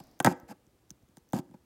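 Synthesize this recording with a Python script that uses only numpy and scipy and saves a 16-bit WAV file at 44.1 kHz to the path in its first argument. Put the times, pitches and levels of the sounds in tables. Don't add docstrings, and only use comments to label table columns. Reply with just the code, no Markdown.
import sys
import numpy as np
from scipy import signal
from scipy.fft import rfft, irfft
from scipy.io import wavfile

SR = 44100
rng = np.random.default_rng(int(sys.argv[2]) if len(sys.argv) > 2 else 0)


def store_pcm(level_fs):
    pcm = np.round(np.clip(level_fs, -1, 1) * 32767).astype(np.int16)
    wavfile.write(sys.argv[1], SR, np.atleast_2d(pcm).T)


N = 72765
TAPS = 4096
BLOW_GAIN = np.sqrt(0.003 * SR)


def amp(db):
    return 10 ** (np.asarray(db) / 20)


def curve_at(points, hz):
    point_hz, value = np.transpose(points)
    return np.interp(np.log(hz + 1), np.log(point_hz + 1), value)


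def add(mix, start_s, sound):
    part = mix[max(round(start_s * SR), 0):][:len(sound)]
    part += sound[:len(part)]


def unit(x):
    return x / np.sqrt(np.sum(x ** 2) + 1e-20)


def impulse(colour):
    log_gain = np.log(amp(curve_at(colour, abs(np.fft.fftfreq(TAPS, 1 / SR)))))
    return unit(np.fft.ifft(np.exp(np.conj(signal.hilbert(log_gain)))).real)


def noise(colour):
    gain = amp(curve_at(colour, np.fft.rfftfreq(N, 1 / SR)))
    return unit(irfft(rfft(rng.standard_normal(N)) * gain, N)) * np.sqrt(N)


def ring(modes, sign=1):
    t = np.arange(TAPS) / SR
    return unit(sum(sign ** k * amp(db) * width * np.exp(-np.pi * width * t) * np.sin(2 * np.pi * hz * t)
                    for k, (hz, width, db) in enumerate(modes)))


# frequency in Hz, width in Hz.
DIPS = [(420, 65), (1100, 100)]
def bending_wave(x, band_hz, delay_s=0.001):
    hz = np.fft.rfftfreq(2 * TAPS, 1 / SR)
    phase_lag = 4 * np.pi * delay_s * np.sqrt(hz * 1000)
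    wave = irfft(rfft(x, 2 * TAPS) * np.exp(-1j * phase_lag))[:TAPS]
    for dip_hz, width in DIPS:
        wave = signal.lfilter(*signal.iirnotch(dip_hz, dip_hz / width, SR), wave)
    return unit(signal.sosfilt(signal.butter(2, band_hz, "band", fs=SR, output="sos"), wave))


# frequency in Hz, width in Hz, level in dB.
TABLE_MODES = [(147.3, 60, 1.5), (185, 75, 2.5), (276, 67, -1.5), (364, 28, -5)]
CARD_MODES = [(470, 28, -18.5), (520.6, 28, -0.5), (556, 70, -9.5), (617, 120, -5), (727, 65, -2.5),
              (806, 72, 3.5), (887, 50, -2), (1050, 83, -14)]
UPPER_CARD_MODES = [(1162, 40, -12), (1160, 55, -4.5), (1345, 110, -1.5), (1553, 85, 3.5), (1665, 100, -3),
                    (1884, 90, -5.5), (2066, 200, -16), (2670, 67, -19)]
def table_and_card():
    thud = bending_wave(ring(TABLE_MODES, sign=-0.93), band_hz=(100, 600), delay_s=0.00045)
    clack = bending_wave(ring(CARD_MODES), band_hz=(444, 1306))
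    upper = bending_wave(ring(UPPER_CARD_MODES), band_hz=(1100, 2600))
    return [thud, clack, upper]


# frequency in Hz, level in dB.
RASP_COLOUR = [(800, -21.5), (2000, -5.5), (2700, 1.5), (4000, -5), (5000, 3.5), (5800, -3.5), (7200, 2),
               (8800, -5), (11500, -4.5), (13000, -0.5), (14000, -12.5), (16000, -12)]
# start, length and rise in seconds, then levels in dB
SCRAPES = [(0.0, 0.012, 0.0011, -44.5, -47.5, -63.5, -55), (0.247, 0.038, 0.004, -34.5, -29, -31.5, -45),
           (0.272, 0.062, 0.005, -39, -43, -49.5, -51), (0.477, 0.053, 0.023, -46, -48, -57, -57.5),
           (1.332, 0.074, 0.0042, -42.5, -44, -56, -52.5), (1.483, 0.017, 0.0095, -51.5, -67.5, -71, -81.5),
           (1.535, 0.02, 0.0084, -53, -55.5, -69, -71.5)]
def scrapes(bodies, slips_per_s=5000, spread_db=1.5, grip_db=2, wavers_per_s=300, release_s=0.0095):
    out, rasp, t = np.zeros(N), impulse(RASP_COLOUR), np.arange(TAPS) / SR
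    for start_s, length_s, rise_s, *levels_db in SCRAPES:
        size = amp(spread_db * np.minimum(rng.exponential(1, TAPS), 4))
        slips = (rng.random(TAPS) < slips_per_s / SR) * rng.choice([-1, 1], TAPS) * size
        grip = amp(grip_db * np.interp(t * wavers_per_s, np.arange(TAPS), rng.standard_normal(TAPS)))
        stroke = np.minimum(t / rise_s, 1) * np.clip((length_s - t) / release_s, 0, 1)
        for db, body in zip(levels_db, bodies + [rasp]):
            response = unit(signal.fftconvolve(slips * grip * stroke, body))
            add(out, start_s, amp(db) * np.linalg.norm(stroke) * response)
    return out


# frequency in Hz, level in dB.
SLIDE_COLOUR = [(50, -9), (150, -12), (300, -3), (450, -16), (700, -10), (1300, -24.5), (3300, -31),
                (5200, -22.5), (7000, -37.5), (16000, -38)]
def slide(level_db=-60, fade_s=0.21):
    fade = np.sqrt(np.clip(1 - np.arange(N) / SR / fade_s, 0, 1))
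    return amp(level_db) * noise(SLIDE_COLOUR) * fade


# frequency in Hz, level in dB.
ROOM_TONE_COLOUR = [(25, -19), (45, -8.5), (70, -1), (120, -3), (180, -9), (290, -6), (450, -11.5),
                    (900, -18.5), (1500, -23.5), (3000, -27), (7000, -29.5), (16000, -32.5)]
def room_tone(level_db=-68.5):
    return amp(level_db) * noise(ROOM_TONE_COLOUR)


# frequency in Hz, level in dB, seconds to fall by 60 dB.
ROOM_BANDS = [(100, -20.5, 0.55), (200.2, -21, 0.18), (320, -15, 0.6), (800, -19, 0.42), (1300, -18, 0.42),
              (2103, -21.5, 0.52), (3501, -22, 0.39), (7000, -22, 0.32), (15000, -35.5, 0.25)]
def room_reverb(x, build_s=0.024):
    hz, t, spectrum = signal.stft(rng.standard_normal(SR), SR, nperseg=256)
    level_db, t60 = (curve_at(np.array(ROOM_BANDS)[:, [0, k]], hz)[:, None] for k in (1, 2))
    decay_rate = np.log(1000) / t60
    spectrum = spectrum * amp(level_db) * np.exp(-decay_rate * t) * np.sqrt(2 * decay_rate / SR)
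    tail = signal.istft(spectrum, SR, nperseg=256)[1][:SR]
    build = np.minimum(np.arange(SR) / SR / build_s, 1)
    return signal.fftconvolve(x, tail * build)[:N]


def crack(db, snap_decay_s=0.00026, rattle_decay_s=0.004, full_snap_db=-25):
    t = np.arange(1024) / SR
    rattle = amp(-15.5 + 0.26 * (db - full_snap_db))
    envelope = np.exp(-t / snap_decay_s) + rattle * np.exp(-t / rattle_decay_s)
    return amp(db) * unit(rng.standard_normal(len(t)) * envelope)


# frequency in Hz, width in Hz, level in dB.
TIP_MODES = [(3940, 900, -22), (6098, 560, 8), (7000, 830, -30.5)]
# frequency in Hz, level in dB.
FIZZ_COLOUR = [(3000, -39), (8000, -18.5), (11000, -10), (14000, 0), (16000, -5)]
# start in seconds, ring level in dB, fizz level in dB.
TICKS = [(0.0387, -67, -60), (0.0702, -69.5, -65), (0.1138, -72, -66.5), (0.192, -62.5, -60),
         (0.227, -64, -50), (0.3678, -75, -78), (0.3775, -84, -70.5), (0.4000, -63, -56),
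         (0.6673, -70, -80), (0.8959, -70, -66.5), (0.9043, -58, -69), (0.9056, -42.5, -56.5),
         (0.9126, -61, -62.5), (1.027, -75, -80.5), (1.1654, -75, -71), (1.1830, -65.5, -64),
         (1.2898, -68.5, -67), (1.3012, -77, -69), (1.3092, -72.5, -73.5), (1.3241, -58, -51)]
def ticks(low_hz=4500):
    rings, cracks = np.zeros(N), np.zeros(N)
    highpass = signal.butter(2, low_hz, "high", fs=SR, output="sos")
    tip = unit(signal.sosfilt(highpass, ring(TIP_MODES)))
    for start_s, ring_db, fizz_db in TICKS:
        add(rings, start_s, amp(ring_db) * tip)
        add(cracks, start_s, crack(fizz_db))
    fizz = signal.oaconvolve(cracks, impulse(FIZZ_COLOUR))[:N]
    return (rings + fizz) * BLOW_GAIN


# frequency in Hz, width in Hz, level in dB.
BLADE_MODES, BLADE_DB = [(6110, 40, -0.5), (7260, 70, -4), (9000, 200, -0.5)], -12.5
# frequency in Hz, level in dB.
SNAP_COLOUR = [(800, -28), (2000, -7), (2900, -5), (3400, 2), (4200, -6.5), (5000, -2), (5600, -9.5),
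               (6500, 3), (7600, -3), (8800, 1), (10400, -7), (11800, -11.5), (13200, -6.5), (16000, -13.5)]
# start in seconds, then levels in dB of thud, clack, upper ring and snap.
CATCHES = [(0.2016, -25.5, -23, -27.5, -30.5), (0.2043, -33, -33, -34, -39.5),
           (0.2465, -19, -19, -22, -21.5), (0.2495, -34.5, -26.5, -24.5, -52),
           (0.2533, -19.5, -26, -30, -37.5), (0.2618, -18, -24.5, -26, -30), (0.2660, -35.5, -24, -38, -34),
           (0.2703, -12, -13, -21.5, -41), (0.2808, -23.5, -43, -50, -58),
           (0.314, -36.5, -35.5, -55.5, -55), (0.3316, -47.5, -42, -47, -69), (0.668, -61, -77, -86.5, -82),
           (0.9051, -45.5, -63.5, -63, -53.5), (1.0877, -56.5, -79.5, -85.5, -74.5),
           (1.1705, -46.5, -54, -62, -49), (1.333, -19.5, -25.5, -39, -40),
           (1.3487, -27.5, -63, -57.5, -49), (1.3578, -24.5, -37, -50, -55), (1.3704, -33, -44, -54, -70),
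           (1.388, -26.5, -72, -56, -47.5), (1.5120, -47, -61, -75, -71), (1.54, -43.5, -50.5, -70, -78.5)]
def catches(bodies):
    knocks, cracks = np.zeros(N), np.zeros(N)
    blade = amp(BLADE_DB) * ring(BLADE_MODES)
    for start_s, *body_db, snap_db in CATCHES:
        add(cracks, start_s, crack(snap_db))
        add(knocks, start_s, amp(body_db) @ bodies + amp(snap_db) * blade)
    snaps = signal.oaconvolve(cracks, impulse(SNAP_COLOUR))[:N]
    return (knocks + snaps) * BLOW_GAIN


# frequency in Hz, width in Hz, level in dB.
NUDGE_MODES = [(70, 24, 3), (122, 45, 0), (220, 68, -5.5)]
# start in seconds, level in dB.
NUDGES = [(0.429, -46.5), (0.672, -61.5), (0.742, -66.5), (0.915, -51.5), (1.03, -53)]
def nudges():
    out, bump = np.zeros(N), bending_wave(ring(NUDGE_MODES), band_hz=(53.3, 400))
    for start_s, db in NUDGES:
        add(out, start_s, amp(db) * bump)
    return out * BLOW_GAIN


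def scene():
    bodies = table_and_card()
    direct = catches(bodies) + scrapes(bodies) + nudges()
    return (direct + slide() + room_reverb(direct) + ticks() + room_tone())[None]


def record(dry, edge_hz=16200):
    lowpass = signal.firwin(255, edge_hz, window=("kaiser", 9), fs=SR)
    return signal.oaconvolve(dry, lowpass[None], "same")


dry = scene()
out = record(dry)
store_pcm(out)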